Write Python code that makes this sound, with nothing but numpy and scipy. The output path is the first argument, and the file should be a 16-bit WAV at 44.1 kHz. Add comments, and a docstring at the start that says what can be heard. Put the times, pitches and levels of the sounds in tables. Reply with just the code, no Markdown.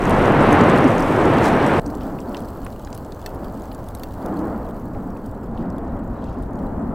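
"""An erupting vent beside a lava flow. At night its gas jet roars and booms, and hot rubble sizzles.
Cut to day: the vent rumbles from afar in slow surges while the cooling crust ticks, cracks and sheds
glassy clinkers. Cinders slide; wind bumps the microphone twice. Jets are shaped noise, fractures noise
bursts, clinkers decaying modes. Near mono until the last seconds, when the image widens and leans left."""
import sys
import numpy as np
from scipy.fft import rfft, irfft, next_fast_len
from scipy.io import wavfile
from scipy.ndimage import map_coordinates

SR = 44100
rng = np.random.default_rng(int(sys.argv[2]) if len(sys.argv) > 2 else 0)


def generate_wav(signal):
    """Clip the signal to [-1, 1] and save it as 16-bit WAV at the path in sys.argv[1]."""
    frames = np.transpose(np.atleast_2d(signal))
    scaled = np.clip(frames, -1, 1) * 32767
    pcm = np.round(scaled).astype(np.int16)
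    wavfile.write(sys.argv[1], SR, pcm)


N = 306054
CUT_S, TOP_HZ = 1.7985, 15900  # night to day; band limit

# Night vent and rubble spectra: f/Hz, relative level/dB
NIGHT_RUMBLE_SPECTRUM = [(6, -22), (12, -4), (23, -22), (33, 6), (48, -21), (80, -11), (200, -90)]
NIGHT_ROAR_SPECTRUM = [(35, -49), (60, -12.5), (100, -3.5), (170, -2.5), (225, -2), (285, -1.5),
                       (380, -3.5), (450, -4.5), (700, -6.5), (1000, -13.5), (1600, -33), (4000, -82)]
NIGHT_RASP_SPECTRUM = [(300, -40), (700, -1.5), (1000, 3), (1500, -1.5), (2000, -6.5), (2800, -13.5),
                       (4000, -24.5), (6000, -42.5), (12000, -69)]
SIZZLE_SPECTRUM = [(2000, -27), (4000, -1), (5700, 2), (6600, -1.5), (8500, 0.5), (10300, -5.5),
                   (14500, -9), (16000, -20)]
# Night jet strength and ground shaking: t/s, level/dB
NIGHT_JET_LEVEL = [(0, -20), (.09, -15.5), (.25, -14), (.57, -12), (.76, -12.5), (1.03, -18), (1.34, -14),
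                   (1.62, -15), (1.79, -15)]
NIGHT_GROUND_LEVEL = [(0, -27.5), (.45, -26), (.62, -36), (.92, -27.5), (1.15, -37), (1.5, -34),
                      (1.79, -40)]
# Large crust fractures: t/s, relative level/dB, f/Hz, width/oct, t60/s
FRACTURES = [(.0962, -37.5, 8800, 0.46, .012), (.5283, -33, 7900, 0.26, 0.016),
             (.611, -36.5, 5500, 0.34, 0.022), (.6975, -38, 6960, 0.31, .015),
             (1.0056, -39, 7000, .6, .009), (1.862, -41, 6200, 0.29, .018), (1.9516, -46, 6260, .5, .014),
             (2.0088, -46, 3100, 0.38, .016), (2.188, -43.5, 2380, 0.34, .008),
             (2.203, -45, 5330, 0.34, .014), (2.3464, -33, 2400, 0.16, 0.0046),
             (2.3692, -37.5, 4000, 0.55, .018), (2.6477, -43.5, 9500, .2, .022),
             (2.665, -34.5, 1580, 0.34, 0.013), (2.849, -44, 5600, 0.37, .008),
             (2.8733, -41.5, 1690, 0.2, .012), (2.9284, -40.5, 4600, 0.45, .012),
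             (2.9501, -43, 7160, .7, 0.016), (2.977, -41.5, 9400, .92, .008),
             (3.1217, -43.5, 3260, 0.49, 0.016), (3.262, -36.5, 4800, 0.6, .009),
             (3.7158, -42.5, 4200, 0.1, .016), (3.7289, -47, 12500, .4, .008),
             (3.7476, -45, 6200, 0.68, .025), (3.8866, -43, 7000, 1.4, .014),
             (3.9504, -36, 9000, 1.8, .005), (3.9965, -44, 10500, 0.66, .013),
             (4.0346, -36.5, 5000, 1.7, .024), (4.2608, -43, 8500, 0.9, .013),
             (4.9495, -50, 2200, .22, .008), (5.1665, -52.5, 2400, .32, .006),
             (5.2616, -50, 9400, .58, .022), (5.5761, -49.5, 3020, 0.24, .007),
             (5.7022, -52, 4400, .7, .018), (5.7825, -48, 8200, 1.5, 0.016),
             (6.2413, -52, 4500, 0.49, .022), (6.4253, -53, 7000, 1.4, .035), (6.5563, -58, 6500, .4, .007)]
# Short vent booms, plus two low wind bumps on the microphone: t/s, relative level/dB, f/Hz, half length/s
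BOOMS_AND_BUMPS = [(0.542, -8.5, 307, 0.035), (.858, -2.5, 277.3, 0.0099), (1.215, -11, 350, 0.048),
                   (1.877, -15.5, 290, 0.014), (1.929, -21, 295, 0.0098), (4.393, -20, 320, 0.085),
                   (5.547, -22.5, 37.5, .03), (6.027, -24, 215, 0.034), (6.416, -18, 41, 0.011),
                   (6.836, -15.5, 216, 0.011)]
# Cinder slides: t/s, level/dB, half length/s, f/Hz
CINDER_SLIDES = [(1.46, -37.5, 0.028, 6500), (2.025, -57, 0.023, 3500), (5.603, -62, 0.043, 3400),
                 (5.882, -66, 0.03, 3500), (6.282, -60.5, 0.1, 3800)]
# Far jet surges: t/s, level/dB, hold/s
JET_SURGES = [(1.747, -34, 0.083), (1.955, -33.5, 0.016), (2.208, -33.5, 0.036), (3.234, -36.5, 0.13),
              (4.153, -30.5, 0.22), (5.49, -37, 0.33), (6.532, -39.5, 0.34)]
# Far vent bass: t/s, rumble level/dB, drone over jet/dB
DAY_BASS_LEVELS = [(1.8, -33, 1.5), (3.9, -34, 0), (5.1, -33.5, 5), (6.1, -30.5, 4), (6.9, -31, 6.5)]
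# Far vent spectra: f/Hz, relative level/dB
DAY_RUMBLE_SPECTRUM = [(8, -10), (20, 3.5), (35, -2), (60, 0.5), (100, -2), (140, -5), (200, -20),
                       (500, -65)]
DAY_DRONE_SPECTRUM = [(70, -50), (140, -11.5), (178, -1), (210, -0.5), (270, 0.5), (345, -9.5),
                      (500, -20.5), (1200, -78)]
DAY_ROAR_SPECTRUM = [(150, -49), (300, -1.5), (420, -1), (700, -1.5), (1000, -7), (1400, -14), (1800, -23),
                     (2300, -34.5), (3200, -45), (8000, -80)]
# Fine crackle spectrum, with the microphone's treble peaks: f/Hz, relative level/dB
CRACKLE_SPECTRUM = [(1000, -17), (2200, -2.5), (3000, 1.5), (3700, -2.5), (4400, 1.5), (5300, -3.5),
                    (7000, -3.5), (7800, 0.5), (8800, -5), (10100, -4.5), (10900, -2), (11700, -4),
                    (14800, 2), (16000, 0)]
# Crust activity: t/s, relative level/dB
CRUST_LEVEL = [(1.8, -54.5), (4.1, -55.5), (5.3, -62), (5.9, -68), (6.9, -65.5)]
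# Clinker falls: t/s, relative level/dB, pitch ratio, t60 ratio
CLINKER_FALLS = [(3.2618, -34.5, 1, .8), (4.0347, -39.5, 1.03, .6)]
# Clinker modes: f/Hz, relative level/dB, t60/s
CLINKER_MODES = [(1790, 9.5, 0.044), (2030, 0, 0.041), (2650, 0.5, 0.098), (3070, 1, 0.047),
                 (3350, -4, 0.072), (4320, 14, 0.033), (4290, -15, 0.018), (5400, -16, 0.018),
                 (5700, -2, 0.059), (7900, 6, 0.029), (13400, 6, 0.033)]


def amp(db):
    """dB to gain."""
    return 10 ** (np.asarray(db) / 20)


def unit(x):
    """Scale to rms 1."""
    return x / np.sqrt(np.mean(x ** 2) + 1e-20)


def curves(rows):
    """Per-sample curve for each column after t."""
    times_s, *columns = np.transpose(rows)
    return [np.interp(np.arange(N) / SR, times_s, column) for column in columns]


def wobble(knots_per_s):
    """Smooth random curve."""
    knots = rng.standard_normal(int(N * knots_per_s / SR) + 4)
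    return map_coordinates(knots, [np.arange(N) * knots_per_s / SR])


def swell(at_s, db, half_s):
    """Gaussian gain peaking at at_s."""
    return amp(db) * np.exp(-.5 * ((np.arange(N) / SR - at_s) / half_s) ** 2)


def add(track, at_s, sound):
    """Mix in at at_s."""
    room = track[max(round(at_s * SR), 0):][:len(sound)]
    room += sound[:len(room)]


def coloured(x, spectrum):
    """Filter by a spectrum table; rms 1."""
    size = next_fast_len(N + SR // 4)
    hz, db = np.transpose(spectrum)
    gain = amp(np.interp(np.log(np.fft.rfftfreq(size, 1 / SR) + 1), np.log(hz), db))
    return unit(irfft(rfft(x, size) * gain, size)[:N])


def turbulence(spectrum, flutter_db):
    """Coloured noise, fluttering as eddies pass; rms 1."""
    return unit(coloured(rng.standard_normal(N), spectrum) * amp(flutter_db * wobble(28)))


def ticks(per_s, spread_db, pitch_hz, mean_t60_s, ping_gain, count=6000):
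    """Random tiny fractures, each a broad snap plus a longer ping; rms 1."""
    wait, pitch, strength, life = rng.random((count, 4)).T
    starts = (np.cumsum(-np.log(1 - wait)) / per_s * SR).astype(int)
    hz = np.clip(pitch_hz * 5 ** (pitch[:, None] - .5), 0, TOP_HZ)
    gain = amp(spread_db * np.minimum(-np.log(1 - strength[:, None]), 4))
    t = np.arange(SR // 100) / SR
    fade = amp(-60 * t / (mean_t60_s * (.5 + life[:, None])))
    snaps = rng.standard_normal(fade.shape) * fade
    pings = ping_gain * np.sin(2 * np.pi * hz * t) * np.sqrt(fade)
    samples = starts[:, None] + np.arange(len(t))
    return unit(np.bincount(samples.ravel(), (gain * (snaps + pings)).ravel(), N)[:N])


def night_vent():
    """Full-strength gas jet: ground rumble, dark roar, rasp of small eddies."""
    jet_db, = curves(NIGHT_JET_LEVEL)
    ground_db, = curves(NIGHT_GROUND_LEVEL)
    median_db = np.median(jet_db)
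    rasp_db = median_db - 7.5 + 1.14 * (jet_db - median_db)
    rumble = amp(ground_db) * turbulence(NIGHT_RUMBLE_SPECTRUM, flutter_db=.5)
    roar = amp(jet_db - .33) * turbulence(NIGHT_ROAR_SPECTRUM, flutter_db=0)
    rasp = amp(rasp_db) * turbulence(NIGHT_RASP_SPECTRUM, flutter_db=.5)
    return rumble + roar + rasp


def night_sizzle():
    """Glowing rubble hisses and spits."""
    spits = amp(1) * ticks(per_s=260, spread_db=3.8, pitch_hz=7000, mean_t60_s=.006, ping_gain=.6)
    return amp(-46.5 + .52 * wobble(8.1)) * coloured(rng.standard_normal(N) + spits, SIZZLE_SPECTRUM)


def cracks(rise_s=.0004, break_db=8, scatter_db=-19, scatter_t60_s=.05, ripple_db=3.5, size=4096):
    """Crust snaps, coloured by each piece's size and shape, scattered by rubble."""
    out, t = np.zeros(N), np.arange(size) / SR
    hz = np.fft.rfftfreq(size, 1 / SR) + 1
    knock_power = amp(-9) ** 2 * np.exp(-.5 * (np.log2(hz / 1800) / .55) ** 2)  # surrounding block
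    scatter = amp(scatter_db - 60 * t / scatter_t60_s)
    for at_s, db, pitch_hz, width_oct, t60_s in list(FRACTURES) + chips():
        breaking = amp(break_db - 60 * t / (t60_s / 6))
        ring = amp(-60 * t / t60_s)
        burst = rng.standard_normal(size) * (breaking + ring + scatter) * (1 - np.exp(-t / rise_s))
        shape_db = ripple_db * map_coordinates(rng.standard_normal(64), [hz / 450], mode="wrap")
        power = np.exp(-.5 * (np.log2(hz / pitch_hz) / width_oct) ** 2) + knock_power + .0004
        cepstrum = irfft(np.log(np.sqrt(power) * amp(shape_db)))
        minimum_phase = np.exp(rfft(2 * cepstrum * (np.arange(size) < size // 2)))
        snap = irfft(rfft(burst) * minimum_phase)
        snap *= np.sqrt(.008 * SR) / np.linalg.norm(snap)  # energy of 8 ms at rms 1
        add(out, at_s - rise_s, amp(db - 2.3) * snap)
    return out


def booms_and_bumps():
    """Vent booms and low wind bumps on the microphone: short wavering tones."""
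    out = np.zeros(N)
    for at_s, db, hz, half_s in BOOMS_AND_BUMPS:
        cycles = np.cumsum(hz * (1 + .0527 * wobble(70))) / SR + rng.random()
        out += swell(at_s, db - 4, half_s) * np.sin(2 * np.pi * cycles)
    return out


def slides():
    """Sliding cinders: grains blur into a gritty rush."""
    out = np.zeros(N)
    grains = ticks(per_s=800, spread_db=2.5, pitch_hz=5000, mean_t60_s=.008, ping_gain=.6)
    for at_s, db, half_s, hz in CINDER_SLIDES:
        grit = coloured(grains, [(hz / 5, -35), (hz / 2.1, 0), (hz, 0), (hz * 2, -9), (hz * 4, -28)])
        out += swell(at_s, db, half_s) * grit
    return out


def day_jet_db(idle_db=-39.5, idle_db_per_s=.89, attack_s=.11, release_tau_s=.22):
    """Far jet strength: surges rise, hold and decay over a slowly building outflow."""
    t = np.arange(N) / SR
    power = amp(idle_db + idle_db_per_s * (t - CUT_S)) ** 2
    for at_s, db, hold_s in JET_SURGES:
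        attack = np.clip((t - at_s) / attack_s, 0, 1)
        release = np.exp(-np.maximum(t - at_s - attack_s - hold_s, 0) / release_tau_s)
        power += (amp(db) * attack * release) ** 2
    return 10 * np.log10(power)


def day_roar():
    """Far jet rush, treble absorbed by the air."""
    return amp(day_jet_db() + .4) * turbulence(DAY_ROAR_SPECTRUM, flutter_db=.7)


def day_vent():
    """Far vent: ground rumble, roar and a hollow drone that follows the jet."""
    ground_db, drone_db = curves(DAY_BASS_LEVELS)
    rumble = amp(ground_db) * turbulence(DAY_RUMBLE_SPECTRUM, flutter_db=2.4)
    drone = amp(day_jet_db() + drone_db) * turbulence(DAY_DRONE_SPECTRUM, flutter_db=2)
    return rumble + drone + day_roar()


def crust():
    """Cooling crust: tiny fractures tick over a restless hiss."""
    crust_db, = curves(CRUST_LEVEL)
    crackle = amp(-.6) * ticks(per_s=250, spread_db=3.7, pitch_hz=6300, mean_t60_s=.006, ping_gain=.7)
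    gain = amp(crust_db + .45 + 1.35 * wobble(18))
    return gain * coloured(rng.standard_normal(N) + crackle, CRACKLE_SPECTRUM)


def chips(per_s=13, count=120):
    """Random daytime chips, louder with crust activity; rows as in FRACTURES."""
    times_s = CUT_S + np.cumsum(-np.log(1 - rng.random(count))) / per_s
    strength, pitch, width, life = rng.standard_normal((count, 4)).T
    db = np.interp(times_s, *np.transpose(CRUST_LEVEL)) + 3.5 + 2.5 * np.clip(strength, -2, 2)
    pitch_hz = np.minimum(6500 * 2 ** (.8 * pitch), TOP_HZ)
    width_oct = .8 * 2 ** (.5 * width)
    t60_s = .015 * 2 ** (.5 * life)
    return list(np.column_stack([times_s, db, pitch_hz, width_oct, t60_s])[times_s < N / SR])


def clinks(rise_s=.000096):
    """Glassy clinkers ring; mode strengths vary per fall."""
    out, t = np.zeros(N), np.arange(SR // 8) / SR
    for at_s, db, pitch_ratio, t60_ratio in CLINKER_FALLS:
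        ring = np.zeros(len(t))
        for hz, mode_db, t60_s in CLINKER_MODES:
            fade = amp(mode_db + rng.normal(0, 1) - 60 * t / (t60_s * t60_ratio))
            ring += fade * np.sin(2 * np.pi * (pitch_ratio * hz * t + rng.random()))
        add(out, at_s, amp(db - 7) * ring * (1 - np.exp(-t / rise_s)))
    return out


def scene(widen_at_s=5.3, lean_db_per_s=.55):
    """Night, then day; late on, roar and crackle widen and the image leans left."""
    t = np.arange(N) / SR
    is_day = np.clip((t - CUT_S) / .002 + .5, 0, 1)
    debris = cracks() + clinks() + slides()
    night = night_vent() + night_sizzle()
    day = day_vent() + crust()
    mid = (1 - is_day) * night + is_day * day + booms_and_bumps() + debris
    widening_s = np.maximum(t - widen_at_s, 0)
    width = amp(-55) + amp(-9) * widening_s / widening_s[-1]
    side = is_day * width * (day_roar() + amp(10) * crust())  # independent noise, crackle wider
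    lean_db = lean_db_per_s * widening_s
    return np.array([(mid + side) * amp(lean_db / 2), (mid - side) * amp(-lean_db / 2)])


def record(dry):
    """Brick-wall low-pass at TOP_HZ."""
    size = next_fast_len(N + SR // 4)
    passband = np.fft.rfftfreq(size, 1 / SR) < TOP_HZ
    return irfft(rfft(dry, size) * passband, size)[:, :N]


dry = scene()
out = record(dry)
generate_wav(out)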